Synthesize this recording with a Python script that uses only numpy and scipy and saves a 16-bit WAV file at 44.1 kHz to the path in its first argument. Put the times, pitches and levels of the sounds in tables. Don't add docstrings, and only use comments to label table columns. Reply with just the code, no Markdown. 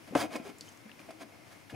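import sys
import numpy as np
from scipy import signal
from scipy.fft import rfft, irfft, next_fast_len
from scipy.io import wavfile
from scipy.ndimage import map_coordinates

SR = 44100
rng = np.random.default_rng(int(sys.argv[2]) if len(sys.argv) > 2 else 0)


def file_out(sig):
    cols = np.atleast_2d(sig).T
    lim = np.clip(cols, -1, 1)
    pcm = np.round(lim * 32767).astype(np.int16)
    wavfile.write(sys.argv[1], SR, pcm)


N = 77175

# (frequency [Hz], level [dB])
BODY_SPECTRUM = [(40, -31), (110, -34), (180, -3.5), (280, 3), (370, -3.5), (440, -3), (570, -4.5),
                 (730, -3.5), (900, -13), (1300, -27), (2500, -15), (8000, -64)]
# (frequency [multiple of pitch], level [dB])
SPLASH_SPECTRUM = [(.3, -16), (.7, -4), (1.1, 4), (1.6, -4), (2.5, -11), (4, -28)]
# (frequency [Hz], L-R correlation [1])
NEAR_CORRELATION = [(100, 0.64), (600, 0.67), (1500, 0.88), (6000, 0.87), (10000, 0.82), (14000, 0.4)]


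def bump():
    # (frequency [Hz], level [dB], t60 [s])
    modes = [(211, -38, 0.24), (276, -2, 0.099), (299.4, -0.5, 0.12), (448.4, -6.5, .12), (586, 3, 0.048),
             (618, 3, 0.029), (717.2, -0.5, 0.13), (756, -29, 0.051), (970, -16, 0.065), (1230, -11, 0.052),
             (1340, -23, 0.069), (1550, -14, 0.081), (2090, -7, 0.037), (2490, -30, .04)]
    # (time [s], ring [dB], crack [dB])
    contacts = [(.151, -63, -25.5), (.1534, -20.5, -32.5), (0.1679, -33, -54)]
    # (frequency [Hz], level [dB])
    crack_spectrum = [(60, -42), (200, -17), (500, 7.5), (1300, 2), (2300, -5.5), (3500, -8.5),
                      (4500, -19.5), (7500, -19), (9400, -18.5), (12000, -32), (16000, -35)]
    out = np.zeros((2, N))
    for start_s, ring_db, crack_db in contacts:
        t = since(start_s)
        ring = sum(amp(db) * fade(t, attack_s=0.0014, t60_s=t60_s) * np.sin(2 * np.pi * hz * t)
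                   for hz, db, t60_s in modes)
        burst = fade(t, attack_s=0.00017, t60_s=0.056)
        tail = amp(-22) * fade(t, attack_s=0.002, t60_s=0.093)
        crack = (burst + tail) * noise(lambda hz: along(crack_spectrum, hz))
        out += amp(ring_db) * ring + amp(crack_db) * crack
    return out


def skids_and_slosh():
    # (peak time [s], 20 dB rise [s], 20 dB fall [s], rasp [dB], body [dB])
    swells = [(0.078, 0.0093, 0.034, -57.5, -53.5), (0.17, .02, 0.09, -39, -47),
              (0.212, 0.056, .055, -35.5, -42.5), (0.244, 0.037, 0.032, -54, -39),
              (0.347, 0.056, 0.053, -45, -42.5), (.361, 0.014, 0.015, -42.5, -37),
              (.392, 0.034, 0.061, -59, -51), (0.47, 0.056, 0.037, -51.5, -53.5),
              (0.5, 0.042, 0.024, -54, -48.5), (0.996, 0.009, 0.049, -55.5, -71),
              (1.091, 0.015, 0.038, -64.5, -48.5), (1.1074, 0.0024, 0.012, -47, -67),
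              (1.222, 0.035, 0.024, -48, -47), (1.33, 0.073, 0.28, -81, -60.5),
              (1.53, 0.045, 0.021, -57.5, -85), (1.702, 0.013, 0.038, -53, -75),
              (1.749, 0.0095, .02, -55, -42.5)]
    # (frequency [Hz], level [dB])
    rasp_spectrum = [(150, -33), (500, 1.5), (1000, 4), (1700, 1), (2500, -7.5), (3300, -3), (4000, -7),
                     (4900, -7.5), (7500, -13), (9800, -10), (12000, -17.5), (15000, -18.5)]
    rasp_power, body_power = np.zeros(N), np.zeros(N)
    for peak_s, rise_s, fall_s, rasp_db, body_db in swells:
        t = np.arange(N) / SR - peak_s
        swell_db = -20 * np.abs(np.where(t < 0, t / rise_s, t / fall_s)) ** 1.44
        rasp_power += amp(rasp_db + swell_db) ** 2
        body_power += amp(body_db + swell_db) ** 2
    rasp = np.sqrt(rasp_power) * grainy_noise(rasp_spectrum)
    body = np.sqrt(body_power) * grainy_noise(BODY_SPECTRUM)
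    return walls(rasp + body)


def grainy_noise(spectrum):
    grains_per_s, spread_db, smooth_db = 3500, 3.5, -1
    sizes = (rng.random(N) < grains_per_s / SR) * amp(spread_db * rng.standard_normal(N))
    grains = unit_rms(sizes * rng.standard_normal((2, N)))
    smooth = amp(smooth_db) * rng.standard_normal((2, N))
    return coloured(grains + smooth, lambda hz: along(spectrum, hz))


def walls(x):
    # (centre [Hz], width [Hz], gain [dB])
    resonances = [(300, 49, 3.5), (558, 19, 5), (656.5, 49, 8.5), (714.4, 19, 7.5), (780, 27, 4.5),
                  (890, 64, -5), (985, 170, 3.5), (1203, 28, -3), (1354, 26, 8), (1415, 25, -5),
                  (1676, 70, 7), (1770, 85, -6), (2158, 50, 7), (2230, 130, 7), (2464, 46, 9.5),
                  (3110, 390, 1.5), (3510, 47, -5.5), (4770, 39, 10), (4975, 89, 8.5), (6440, 280, 6.5)]
    size = 2 * next_fast_len(N)
    hz = np.fft.rfftfreq(size, 1 / SR)
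    gain_db = sum(db / (1 + (2 * (hz - centre_hz) / width_hz) ** 2)
                  for centre_hz, width_hz, db in resonances)
    cepstrum = irfft(np.log(amp(gain_db)), size)
    cepstrum[1:size // 2] *= 2
    cepstrum[size // 2 + 1:] = 0
    return irfft(rfft(x, size) * np.exp(rfft(cepstrum)), size)[:, :N]


def thuds():
    # (time [s], level [dB], frequency [Hz], attack [s], t60 [s])
    flexes = [(0.077, -52, 238, 0.0025, 0.086), (0.107, -36.5, 192, 0.0025, 0.071),
              (.1232, -33.5, 480, 0.00088, 0.034), (0.132, -24.5, 265, 0.0045, 0.049),
              (.140, -43, 234, 0.0019, 0.016), (.158, -32, 145, 0.0058, 0.084),
              (0.173, -42, 105.5, 0.013, 0.26), (0.359, -46.5, 283, .003, 0.12),
              (0.398, -31, 246, 0.0024, 0.049), (.452, -36, 401, 0.0062, 0.15),
              (.49, -45, 301, 0.0054, 0.14), (0.471, -45.5, 188, 0.01, 0.12),
              (.611, -49.5, 297, 0.0017, 0.18), (.853, -35.5, 218, .012, 0.11),
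              (1, -39.5, 295, 0.0014, 0.034), (1.088, -45, 648, 0.0034, 0.073),
              (1.11, -50.5, 318, 0.019, 0.5), (1.221, -53, 281, .005, .14),
              (1.235, -45.5, 222.3, 0.0055, 0.13), (1.724, -34, 276, 0.0035, 0.067),
              (1.734, -32, 119, 0.0068, 0.11)]
    slap = amp(-11) * noise(lambda hz: along(BODY_SPECTRUM, hz))
    out = np.zeros((2, N))
    for start_s, db, hz, attack_s, t60_s in flexes:
        t = since(start_s)
        out += amp(db) * fade(t, attack_s, t60_s) * (np.sin(2 * np.pi * hz * t) + slap)
    return out


def drops():
    # (time [s], bubble [dB], pitch [Hz], bubble t60 [s], splash [dB], L-R [dB])
    droplets = [(0.584, -44.5, 7100, 0.011, -50, -1), (.609, -49, 4420, .07, -39, 0),
                (0.6813, -49, 3090, 0.043, -58, 3), (0.6886, -45, 6420, 0.021, -56, .5),
                (.7738, -50, 6400, 0.0074, -56, 1), (0.8944, -39.5, 1790, 0.01, -47, 2),
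                (.916, -37, 2770, 0.0063, -56, 10), (.993, -47, 2380, 0.026, -51, 3),
                (1.015, -52, 2420, .02, -57, 1), (1.698, -46, 1720, 0.035, -47, -4),
                (1.702, -47, 2850, 0.024, -50.5, 4)]
    rise_per_s = 0.84
    out = np.zeros((2, N))
    for start_s, bubble_db, pitch_hz, t60_s, splash_db, lr_db in droplets:
        t = since(start_s)
        phase = 2 * np.pi * pitch_hz * t * (1 + rise_per_s * t / 2)
        bubble = fade(t, attack_s=0.00023, t60_s=t60_s) * np.sin(phase)
        burst = fade(t, attack_s=0.0001, t60_s=0.011)
        tail = amp(-13) * fade(t, attack_s=0.0024, t60_s=0.13)
        splash = (burst + tail) * noise(lambda hz: along(SPLASH_SPECTRUM, hz / pitch_hz))
        out += pan(lr_db) * (amp(bubble_db) * bubble + amp(splash_db) * splash)
    return out


def spatter():
    peak_s, width_s, pitch_hz, pricks_per_s = 0.687, 0.06, 5600, 1100
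    pricks = (rng.random(N) < pricks_per_s / SR) * rng.standard_normal((2, N))
    swell = np.exp(-((np.arange(N) / SR - peak_s) / width_s) ** 2)
    return amp(-64.5) * swell * coloured(pricks, lambda hz: along(SPLASH_SPECTRUM, hz / pitch_hz))


def room(x):
    # (frequency [Hz], t60 [s])
    decay_times = [(120, 0.57), (600, 0.46), (3000, 0.076), (12000, 0.063)]
    hz, t, spectra = signal.stft(rng.standard_normal((2, SR // 2)), SR, nperseg=256)
    decay = np.exp(-np.log(1000) * t / along(decay_times, hz)[:, None])
    tail = signal.istft(spectra * decay, SR, nperseg=256)[1]
    return signal.fftconvolve(x, tail / np.linalg.norm(tail[0]), axes=1)[:, :N]


def background():
    # (frequency [Hz], level [dB])
    spectrum = [(25, -20), (50, -17), (75, -10.5), (100, 1.5), (135, -2.5), (210, -3.5), (300, 1),
                (400, -7), (520, -7), (690, -6), (880, -8.5), (1400, -10), (1900, -11), (2400, -10.5),
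                (3100, -15), (3800, -18.5), (5400, -17), (7900, -24), (9800, -21), (12000, -25),
                (15500, -29)]
    # (frequency [Hz], L-R correlation [1])
    correlation = [(40, 0.13), (120, 0.27), (400, 0.27), (2000, 0.22), (8000, 0.59), (14000, 0.27)]
    # (frequency [Hz], L-R [dB])
    balance = [(60, 8.5), (400, 6.5), (1500, 2), (8000, 0)]
    sway_points_per_s, whine_hz, half_width_hz = 12, 2124, 82
    sway_db = 1.2 * map_coordinates(rng.standard_normal(64), [np.arange(N) * sway_points_per_s / SR])
    hiss = amp(-56.5 + sway_db) * noise(lambda hz: along(spectrum, hz), correlation)
    whine = noise(lambda hz: -20 * np.log10(1 + ((hz - whine_hz) / half_width_hz) ** 2), correlation)
    return filtered(hiss + amp(-68.5) * whine, lambda hz: pan(along(balance, hz)))


def amp(db):
    return 10 ** (np.asarray(db) / 20)


def unit_rms(x):
    return x / np.sqrt(np.mean(x ** 2) + 1e-20)


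def along(points, hz):
    frequencies, values = np.transpose(points)
    return np.interp(np.log(hz + 1e-6), np.log(frequencies), values)


def since(start_s):
    return np.maximum(np.arange(N) / SR - start_s, 0)


def fade(t, attack_s, t60_s):
    return (1 - np.exp(-t / attack_s)) * np.exp(-np.log(1000) * t / t60_s)


def filtered(x, response):
    size = next_fast_len(N + SR // 2)
    return irfft(rfft(x, size) * response(np.fft.rfftfreq(size, 1 / SR)), size)[..., :N]


def pan(lr_db):
    return amp(np.array([[0.5], [-0.5]]) * lr_db)


def coloured(pair, colour_db, correlation=NEAR_CORRELATION):
    def mid_side_gains(hz):
        angle = np.arccos(np.clip(along(correlation, hz), -1, 1)) / 2
        return amp(colour_db(hz)) * [np.cos(angle), np.sin(angle)]
    mid, side = filtered(pair, mid_side_gains)
    return unit_rms(np.array([mid + side, mid - side]))


def noise(colour_db, correlation=NEAR_CORRELATION):
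    return coloured(rng.standard_normal((2, N)), colour_db, correlation)


def scene():
    # (frequency [Hz], L-R [dB])
    balance = [(60, 8), (150, 2.5), (300, 6), (600, 3), (1000, -0.5), (3000, -0.5), (12000, -.2)]
    # (frequency [Hz], lead [rad])
    left_lead = [(100, -0.3), (600, -0.39), (2500, -0.12)]

    def placement(hz):
        phase_rad = np.array([[0.5], [-0.5]]) * along(left_lead, hz)
        return pan(along(balance, hz)) * np.exp(1j * phase_rad)
    tub = filtered(bump() + skids_and_slosh() + thuds(), placement)
    near = tub + drops() + spatter()
    return near + amp(-17.5) * room(near) + background()


def record(dry):
    low_cut_hz, top_hz, edge_hz = 42, 15800, 300
    thinned = signal.sosfilt(signal.butter(2, low_cut_hz, "highpass", fs=SR, output="sos"), dry)
    return filtered(thinned, lambda hz: np.clip((top_hz - hz) / edge_hz + 0.5, 0, 1))


dry = scene()
out = record(dry)
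file_out(out)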